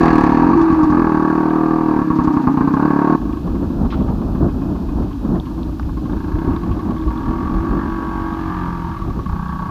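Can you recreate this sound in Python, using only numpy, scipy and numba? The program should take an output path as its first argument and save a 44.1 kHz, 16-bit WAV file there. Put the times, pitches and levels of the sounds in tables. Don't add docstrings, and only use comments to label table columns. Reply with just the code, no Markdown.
import sys
import numpy as np
from scipy import signal
from scipy.fft import rfft, irfft, next_fast_len
from scipy.io import wavfile
from scipy.ndimage import uniform_filter1d, minimum_filter1d
from numba import njit

SR = 44100
rng = np.random.default_rng(int(sys.argv[2]) if len(sys.argv) > 2 else 0)


def invert_db(level):
    return 10 ** (np.asarray(level, dtype=float) / 20)


def to_wav(sig):
    pcm = np.clip(np.atleast_2d(sig), -1, 1) * 32767
    pcm = np.round(pcm).astype(np.int16)
    wavfile.write(sys.argv[1], SR, pcm.T)


N = 427769
TIME = np.arange(N) / SR


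def rms_one(x):
    return x / np.sqrt(np.mean(x ** 2) + 1e-20)


def in_time(rows):
    s, *columns = np.transpose(rows)
    return [np.interp(TIME, s, column) for column in columns]


def moment(s, span_s):
    return np.exp(-((TIME - s) / span_s) ** 2)


def coloured(spectrum):
    hz, db = np.transpose(spectrum)
    size = next_fast_len(N)
    log_hz = np.log(np.arange(size // 2 + 1) * SR / size + 1)
    gain = invert_db(np.interp(log_hz, np.log(hz), db, left=-90, right=-90))
    return rms_one(irfft(rfft(rng.standard_normal(size)) * gain, size)[:N])


def drift(rate_hz):
    slow = signal.butter(2, rate_hz, fs=SR, output="sos")
    return rms_one(signal.sosfilt(slow, rng.standard_normal(N + SR))[SR:])


def evened(x, seconds):
    size = int(seconds * SR)
    power = uniform_filter1d(uniform_filter1d(x ** 2, size), size)
    return x / np.sqrt(power + 1e-12)


def bursts(rows):
    out = np.zeros(N + SR)
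    t = np.arange(SR // 10) / SR
    for s, db, hz, width, length in rows:
        burst = rng.standard_normal(len(t)) * np.exp(-(t / length) ** 4)
        edges = [max(hz - width / 2, 200), hz + width / 2]
        band = signal.butter(2, edges, "band", fs=SR, output="sos")
        burst = signal.sosfilt(band, signal.sosfilt(band, burst))
        start = int(s * SR)
        out[start:start + len(t)] += invert_db(db) * burst / np.abs(burst).max()
    return out[:N]


# frequency in Hz, density in dB per Hz.
HISS_COLOUR = [(1120, -57.5), (1900, -28.5), (2000, -11.5), (2520, 9), (2730, 6.5), (4120, 7.5), (6130, 1),
               (8560, -7), (13100, -2.5), (14500, -3), (15600, -15)]


def hiss():
    return invert_db(-54.5) * coloured(HISS_COLOUR)


# time in seconds, strength in dB.
WIND_STRENGTH = [
    (0, -25.5),
    (3.155, -52),
    (3.2, -27),
    (4.2, -21),
    (5.1, -24.5),
    (5.75, -28),
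    (6.9, -26),
    (7.7, -25.5),
    (8.3, -30),
    (9.7, -29.5),
]
# time in seconds, level over the wind in dB.
EDDY_HITS = [(3.21, 3), (3.53, 6), (3.75, -4), (3.84, 6), (4.19, -2), (4.44, 6.5), (4.63, -3), (4.8, -6),
             (5.01, 8.5), (5.26, 4), (5.7, 4), (5.85, 11), (5.96, 9), (6.16, 10.5), (6.35, 8.5), (6.5, 9.5),
             (6.72, 10.5), (6.99, 0.5), (7.08, 11), (7.29, 6), (7.57, 10), (7.72, 7.5), (7.92, 3.5),
             (8.21, 7), (8.531, 4.5), (8.92, 3.5), (9.09, 11), (9.19, 10), (9.33, 8)]
# time in seconds, change in dB.
FLUTTER_SURGES = [(3.301, -1.5), (3.48, 5.5), (3.57, 2.5), (4.05, 1.5), (4.36, -0.5), (4.55, -2.5),
                  (5.03, 4.5), (5.16, -11), (5.26, 1.5), (5.35, 9), (5.49, 1.5), (5.6, 8.5), (5.78, 1.5),
                  (6.1, -0.5), (6.3, 1.5), (6.9, 6.5), (7.45, 5), (9.1, 7)]
# frequency in Hz, density in dB per Hz.
RUMBLE_COLOUR = [(18, -20.5), (35, 1), (60, 4.5), (110, -7.5), (200, -22.5), (400, -50)]
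# frequency in Hz, density in dB per Hz.
FLUTTER_COLOUR = [(90, -9), (200, 1.5), (330, -3), (450, -16.5), (800, -20), (1300, -28), (1900, -48)]


def wind():
    wind_db, = in_time(WIND_STRENGTH)
    eddy_db = sum(db * moment(s, .036) for s, db in EDDY_HITS)
    surge_db = sum(db * moment(s, .06) for s, db in FLUTTER_SURGES)
    rumble = evened(coloured(RUMBLE_COLOUR), .06) * invert_db(1.5 * drift(9))
    flutter = evened(coloured(FLUTTER_COLOUR), .1) * invert_db(3.1 * drift(8.5) + .29 * drift(43))
    rumble_db = wind_db + .5 + eddy_db
    flutter_db = 2 + 1.72 * (wind_db + 24.5) - 25 + .26 * eddy_db + surge_db
    return invert_db(rumble_db) * rms_one(rumble) + invert_db(flutter_db) * rms_one(flutter)


# start in seconds, peak in dB, centre in Hz, width in Hz, length in seconds.
TWIG_SNAPS = [(1.5, -39, 3300, 1500, .003), (3.326, -39, 3000, 1500, .004), (3.903, -31, 2980, 3000, .052),
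              (3.921, -19, 1110, 590, 0.031), (3.966, -42, 2800, 2400, 0.054),
              (4.024, -42, 3200, 1500, .004), (4.093, -41, 3000, 3000, 0.0081),
              (5.13, -40, 2600, 1500, 0.0043), (5.352, -36, 1700, 500, .008),
              (5.399, -29, 3600, 1400, 0.002), (5.454, -39, 2900, 2200, .012),
              (5.631, -31, 3500, 2000, 0.002), (5.796, -18, 1100, 600, 0.0033),
              (5.796, -36, 3600, 2800, .002), (5.828, -33, 1500, 1400, .003),
              (6.124, -39, 3500, 1200, .003), (6.388, -42, 3500, 1500, .003),
              (6.563, -34, 3900, 1200, 0.002), (6.563, -28, 1500, 1600, .002),
              (6.635, -41, 3600, 2400, .004), (6.713, -43, 2900, 1200, .03), (6.908, -41, 3600, 2400, .005),
              (6.98, -39, 3500, 700, 0.003), (7.014, -39, 3400, 800, .003), (7.038, -27, 1200, 1300, 0.002),
              (7.175, -38, 3700, 800, .003), (8.337, -40, 3300, 1200, .004), (8.989, -43, 3500, 1200, .003),
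              (9.482, -42, 3600, 1200, .003)]


def twigs():
    return bursts(TWIG_SNAPS)


# start in seconds, peak in dB.
CAPSULE_CRACKS = [
    (.0095, -34),
    (.0332, -31),
    (.057, -29),
    (.131, -36),
    (.157, -31),
    (.1828, -30),
    (.2102, -32),
    (.2375, -30),
]


def capsule_cracks():
    return bursts([(s, db, 7000, 11000, .0004) for s, db in CAPSULE_CRACKS])


# start in seconds, peak in dB.
CHAIN_SLAPS = [(.575, -45), (.612, -38), (.715, -41), (.828, -35), (0.901, -42), (2.154, -42),
               (2.236, -38.5), (2.327, -44), (2.417, -43), (2.52, -43), (2.73, -44)]


def chain_slaps():
    return bursts([(s, db, 4740, 4200, .022) for s, db in CHAIN_SLAPS])


@njit
def resonate(x, turn, r):
    out = np.zeros(len(x))
    for i in range(2, len(x)):
        out[i] = np.sin(turn[i]) * x[i - 1] + 2 * r * np.cos(turn[i]) * out[i - 1] - r * r * out[i - 2]
    return out


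def twice(x, hz, width):
    turn = 2 * np.pi * hz / SR + np.zeros(N)
    r = np.exp(-np.pi * width / SR)
    return resonate(resonate(x + 1e-18, turn, r), turn, r) * np.e * 2 * (1 - r)


def pipe(fired, puffed, pitch, modes, rough, gust_s):
    fall = np.exp(-1 / (gust_s * SR))
    gas = rough * np.sqrt(1 - fall ** 2) * rng.standard_normal(N)
    fired_drive = fired + gas * signal.lfilter([1], [1, -fall], fired)
    puffed_drive = puffed + 1.5 * gas * signal.lfilter([1], [1, -fall], puffed)
    out = np.zeros(N)
    for k, (hz, width, fired_db, coasting_db) in enumerate(modes):
        drive = invert_db(fired_db) * fired_drive + invert_db(coasting_db) * puffed_drive
        out += (-1) ** k * twice(drive, hz * pitch, width)
    return out


def scatter(x, t60, wet_db):
    t = np.arange(int(t60 * SR)) / SR
    tails = rng.standard_normal((2, len(t))) * invert_db(-60 * t / t60)
    tails = tails / np.sqrt(np.sum(tails[0] ** 2))
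    wet = signal.fftconvolve(x[None], tails, axes=1)[:, :N]
    place = 2 * np.pi * .6 * TIME
    return x + invert_db(wet_db) * (np.cos(place) * wet[0] + np.sin(place) * wet[1])


def from_afar(x, far, order, hz, kind="low"):
    sos = signal.butter(order, hz, kind, fs=SR, output="sos")
    return x + far * (signal.sosfilt(sos, x) - x)


# time in seconds, speed in turns per second.
CRANK_SPEED = [(0, 43), (.26, 35.5), (.55, 48), (1.13, 39.2), (1.8, 40.3), (2.52, 29.8), (2.83, 37.2),
               (3.16, 38.5), (3.17, 26), (5.5, 29.5), (6.05, 22), (6.55, 36), (7.2, 38), (7.68, 48.6),
               (7.89, 46.8), (8.36, 46.5), (8.89, 41.4), (9.25, 30.2)]
# start in seconds, turns between firings.
FIRING_NEAR = [(.0085, 1), (.0565, 1), (.182, 1), (.397, 1), (.4445, 1), (.532, 4), (.614, 4), (.702, 1),
               (.725, 5), (.831, 3), (.9, 1), (1.0195, 1), (1.12, 1), (1.327, 1), (1.4305, 1), (1.5835, 1),
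               (1.809, 1), (2.0165, 3), (2.103, 3), (2.188, 3), (2.2745, 3), (2.368, 3), (2.472, 3),
               (2.573, 1), (2.609, 2), (2.739, 1), (2.825, 1), (2.905, 1), (3.073, 1), (3.1495, 1)]
# start in seconds, turns between firings.
FIRING_FAR = [(3.176, 1), (3.371, 3), (3.476, 2), (3.702, 4), (4.003, 2), (4.081, 4), (4.618, 4),
              (5.022, 3), (5.11, 4), (5.249, 3), (5.578, 8), (5.89, 2), (6.056, 1), (6.202, 1), (6.354, 1),
              (6.475, 1), (6.563, 3), (6.633, 3), (6.793, 4), (6.908, 2), (7.079, 1), (7.18, 1), (8.966, 2),
              (9.018, 3), (9.192, 2), (9.26, 1), (9.557, 1)]
# time in seconds, change in dB.
STROKE_STRENGTH = [(.08, 1.5), (.105, -2), (.157, -2), (.21, -2.5), (.237, 1), (.42, 2.5), (.445, -1),
                   (.468, 2.5), (.49, 4), (.614, -2.5), (.702, -1.5), (.831, 5), (.9, 2), (.925, 2),
                   (.95, -3.5), (.975, 0), (2.103, 1.5), (2.188, 5.5), (2.275, 2.5), (2.472, 4),
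                   (2.609, 0.5), (2.768, -4), (2.797, -2.5), (2.88, -3.5), (2.934, -3), (2.96, -0.5),
                   (3.476, 3.5), (3.702, -2), (5.11, -2), (5.36, -2), (5.578, -6)]


def port_openings(jitter_s, uneven_db):
    cruise = 40
    lag = int(.25 * SR)
    speed, = in_time(CRANK_SPEED)
    start_s, every = np.transpose(FIRING_NEAR + FIRING_FAR)
    start = (start_s * SR).astype(int)

    turned = np.cumsum(speed) / SR
    firings = np.maximum(np.round(np.diff(turned[start]) / every[:-1]), 1)
    whole = np.concatenate(([0], np.cumsum(firings * every[:-1])))
    turned += np.interp(np.arange(N), start, whole - turned[start])
    at = np.flatnonzero(np.diff(np.floor(turned)) > 0)
    turn = np.floor(turned[at + 1])
    row = np.maximum(np.searchsorted(whole, turn, side="right") - 1, 0)
    fires = (turn - whole[row]) % every[row] == 0
    lone = (every[row] > 1) | ~np.roll(fires, 1)

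    chance = rng.standard_normal((500, 3))[:len(at)]
    ragged = np.clip((cruise - speed[at]) / 8, .1, 1)
    lone_db = -2.5 + np.clip(3.5 * chance[:, 0], -1, 1)
    strength = fires * invert_db(np.where(lone, lone_db, uneven_db * chance[:, 0]))
    for s, db in STROKE_STRENGTH:
        strength[np.argmin(np.abs(at / SR - s) + ~fires)] *= invert_db(db)

    share = np.interp(np.arange(N), at, 1 / every[row])
    share = uniform_filter1d(share, int(2 * .25 * SR), origin=lag - 1)
    heat = .945 + .06 * share + .001 * (speed - cruise)
    shift = np.where(fires, jitter_s, ragged * .0008) * SR * chance[:, 1]
    shift -= .002 * SR
    puff_db = (.8 + .6 * ragged) * chance[:, 2] + .66 * (speed[at] - cruise)
    at = np.clip(at + shift.astype(int), 0, N - 1)
    fired, puffed, popped = np.zeros((3, N))
    fired[at] = strength
    popped[at] = strength * lone
    puffed[at] = (strength == 0) * invert_db(puff_db)
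    return fired, puffed, popped, heat, share


# time in seconds, pitch in Hz, level in dB.
SINGING_NOTE = [
    (0.55, 332.1, -16),
    (0.564, 329.8, -7),
    (0.722, 323.5, -14),
    (0.74, 323.6, -14),
    (0.82, 308.8, -8),
    (0.858, 320, -14.5),
    (0.884, 302.6, -7.5),
    (0.99, 304.4, -18),
    (1.0, 294.5, -17),
]


def singing():
    hz, level_db = in_time(SINGING_NOTE)
    window = np.clip(np.minimum((TIME - .55) / .012, (1.0 - TIME) / .12), 0, 1)
    phase = 2 * np.pi * np.cumsum(hz) / SR
    throb = 1 + .25 * np.cos(phase / 7) + .08 * drift(15)
    return np.sqrt(2) * invert_db(level_db - 1.5) * window * throb * np.sin(phase), window


# frequency in Hz, density in dB per Hz.
CLATTER_COLOUR = [(1000, -24.5), (1700, 0.5), (1850, -10.5), (2620, -14.5), (3160, -28), (3540, -27),
                  (4580, -22.5), (5050, -31.5), (6350, -34), (9000, -50.5), (11700, -71.5), (19800, -120)]


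def clatter(fired, puffed, share):
    beat = .18 + .22 * share
    beat = beat + signal.lfilter([1], [1, -np.exp(-1 / (.008 * SR))], fired + .2 * puffed)
    rise = np.hanning(int(.003 * SR)) * 2 / (.003 * SR)
    return coloured(CLATTER_COLOUR) * signal.lfilter(rise, 1, beat)


# frequency in Hz, width in Hz, fired level in dB, coasting level in dB.
NEAR_FIN_MODES = [(4450, 380, -2, -8), (2600, 250, -7, -13), (2130, 120, -13, -18), (6100, 900, -9, -9)]
# frequency in Hz, width in Hz, fired level in dB, coasting level in dB.
FAR_FIN_MODES = [(3150, 900, -3, -8), (2130, 70, -15, -18)]


def fins(struck, puffed, far):
    near_fins = pipe(struck, puffed, 1, NEAR_FIN_MODES, rough=5, gust_s=.011)
    far_fins = pipe(struck, puffed, 1, FAR_FIN_MODES, rough=5, gust_s=.011)
    return (1 - far) * near_fins + far * far_fins


# time in seconds, span in seconds, pitch in Hz, width in Hz, level in dB.
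PIPE_GLINTS = [
    (8.15, .2, 1582, 25, -11),
    (8.2, .25, 835, 30, -10),
    (8.5, .2, 1715, 40, -15),
    (3.3, .16, 1090, 55, -1),
]


def shield_and_glints(fired, popped):
    out = invert_db(-11) * moment(4.75, .6) * twice(popped, 2516, 30)
    for s, span_s, hz, width, db in PIPE_GLINTS:
        out += invert_db(db) * moment(s, span_s) * twice(fired, hz, width)
    return out


def intake(fired, puffed):
    gulps = np.roll(fired, int(.012 * SR))
    return pipe(gulps, puffed, 1, [(820, 150, 0, -20)], rough=.6, gust_s=.006)


# time in seconds, pitch in Hz.
BELL_PITCH = [(0, 1120), (.5, 1140), (1.25, 1120), (1.7, 1155), (2, 1125), (2.3, 1095), (2.55, 1050),
              (2.75, 1068), (3, 1130), (3.17, 1090), (6, 1065), (6.4, 1090), (7.4, 1135), (8.2, 1125),
              (8.6, 1165), (9, 1142), (9.3, 1110), (9.7, 1130)]


def bell(struck, puffed):
    pitch, = in_time(BELL_PITCH)
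    tone = pipe(struck, puffed, pitch, [(1, 64, 0, -10)], rough=.12, gust_s=.006)
    return scatter(tone, .15, -8)


def baffles(x):
    reply = signal.unit_impulse(SR // 25)
    for lag_s in (.0007, .0013, .0023):
        ends = np.zeros(int(lag_s * SR) + 1)
        ends[[0, -1]] = .68, 1
        reply = signal.lfilter(ends, ends[::-1], reply)
    return signal.oaconvolve(x, reply)[:N]


# frequency in Hz, width in Hz, fired level in dB, coasting level in dB.
RING_MODES = [(856, 380, -5, -14), (939, 147, -4.5, -14.5), (1175, 370, -5, -13.5),
              (1576, 60, -28.5, -35.5), (1474, 860, -16, -19), (1682, 260, -17, -36.5)]


def ring(fired, puffed, popped, heat, far):
    pitch = heat * (1 + .025 * drift(3.5))
    rough = .34 - .15 * far
    out = pipe(fired - .5 * popped, puffed * (1 + .6 * far), pitch, RING_MODES, rough, gust_s=.016)
    baffle_stop = signal.cheby1(4, 1, 1830, fs=SR, output="sos")
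    out = signal.sosfilt(baffle_stop, baffles(out))
    out = from_afar(out, far, 2, 670, "high")
    return scatter(out, .22, 4 * far + 1)


# frequency in Hz, width in Hz, fired level in dB, coasting level in dB.
THUD_MODES = [(309.3, 33.4, -12, -5.5), (529, 110, -25, -25), (277, 170, -28.5, -6.5)]


def thud(fired, puffed, slug, sings, share, far):
    blowdown_hz = 300
    out = twice(fired, blowdown_hz * slug, 175)
    out += pipe(fired, puffed * invert_db(-16 * sings), slug, THUD_MODES, rough=.08, gust_s=.01)
    out = signal.lfilter(*signal.iirpeak(blowdown_hz, blowdown_hz / 330, fs=SR), out)
    out = from_afar(out, far, 4, 385)
    out += invert_db(-11.5) * np.roll(out, int(.012 * SR))
    return scatter(out, .3, 4 * far - 10 + 11 * (1 - share))


# frequency in Hz, width in Hz, fired level in dB, coasting level in dB.
BOOM_MODES = [(53, 100, 0.5, -35), (171.2, 80, 1, 1), (145.5, 40, -14, -3)]


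def boom(fired, puffed, popped, slug, sings, far):
    out = pipe(fired + .51 * popped, puffed * invert_db(-14 * sings), slug, BOOM_MODES, rough=.06, gust_s=.01)
    return scatter(from_afar(out, far, 4, 250), .3, 4 * far - 8)


# time in seconds, level in dB, aim of the silencer (1 belly toward us, -1 away).
ENGINE_HEARD = [(0, -18, 0.39), (.3, -17.5, 0.37), (.7, -20.5, 0.96), (1.15, -21.5, 0.42),
                (1.9, -23.5, 0.55), (2.4, -23, 0.62), (3.155, -20.5, 0.39), (3.165, -36, 1),
                (3.8, -40, 0.95), (5.3, -40.5, 0.98), (5.8, -41, 0.91), (6.5, -31.5, 0.69),
                (6.85, -34, 0.59), (7.3, -29.5, 0.54), (8.42, -28, 0.26), (8.6, -26, -0.011),
                (9.15, -34, -0.2), (9.7, -33, -1.53)]
# time in seconds, factor.
SLUG_STRETCH = [(0, 1.03), (.33, 0.95), (.5, 0.97), (.58, 0.97), (.9, 0.965), (1.2, 1.047), (1.85, 1.012),
                (2.4, 0.931), (2.7, 0.919), (3.155, 0.975), (3.17, 0.97), (7, 1.028), (8.3, 1.035),
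                (9.7, 1.102)]
# time in seconds, change of boom in dB.
ENGINE_LOAD = [(0, -3.5), (.5, -8.5), (.6, -3), (.9, 1.5), (1.1, -4), (1.9, -3), (2.1, 2), (2.45, -1),
               (2.8, -4.5), (3.15, -3), (3.3, -6), (5, 7), (7, -3), (8.1, -10), (8.6, 1.5), (9.3, 8),
               (9.7, -0.5)]


def engine():
    level_db, aim = in_time(ENGINE_HEARD)
    load_db, = in_time(ENGINE_LOAD)
    slug, = in_time(SLUG_STRETCH)
    far = np.clip((TIME - 3.16) * 200 + .5, 0, 1)
    away = np.maximum(-aim, 0)
    fired, puffed, popped, heat, share = port_openings(jitter_s=.00006, uneven_db=.8)
    song, sings = singing()
    slug = slug * heat ** far * (1 + .06 * (1 - share) * drift(9))
    struck = fired + invert_db(7.5) * popped

    boom_db = .24 + load_db + 2.5 * (1 - share) - 3.5 * aim
    thud_db = 14.5 * aim - 8 * sings
    ring_db = 2.5 * away - 2
    bell_db = -5 + .5 * far + 5.5 * away
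    clatter_db = -19.5 + 2.5 * far + 9 * np.exp(-TIME / .73)
    fins_db = clatter_db - 26.5 + 16 * far
    intake_db = -7 - 5.5 * TIME
    layers = [
        (boom_db, boom(fired, puffed, popped, slug, sings, far)),
        (thud_db, thud(fired, puffed, slug, sings, share, far)),
        (ring_db, ring(fired, puffed, popped, heat, far)),
        (bell_db, bell(struck, puffed)),
        (clatter_db, clatter(fired, puffed, share)),
        (fins_db, fins(struck, puffed, far)),
        (intake_db, intake(fired, puffed)),
    ]
    machine = shield_and_glints(fired, popped)
    for db, layer in layers:
        machine = machine + invert_db(db) * evened(layer, .25)
    direct = invert_db(level_db) * machine
    echo = signal.lfilter(*signal.iirpeak(523, 523 / 435, fs=SR), direct)
    return song + direct - .56 * far * echo


def scene():
    mix = hiss() + wind() + twigs() + capsule_cracks() + chain_slaps() + engine()
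    return mix[None]


def low_pass(x):
    return signal.sosfilt(signal.butter(12, 15720, fs=SR, output="sos"), x)


def record(dry):
    dry = signal.sosfilt(signal.butter(2, 28, "high", fs=SR, output="sos"), dry)
    ride = int(.004 * SR)
    top = np.where(TIME < int(.25 * SR) / SR, 1.2, .8)
    gain = np.minimum(top / (np.abs(dry) + 1e-9), 1)
    gain = minimum_filter1d(gain, 2 * ride)
    gain = uniform_filter1d(uniform_filter1d(gain, ride), ride)
    mix = np.clip(dry * gain, -.95, .95)
    return low_pass(mix)


dry = scene()
out = record(dry)
to_wav(out)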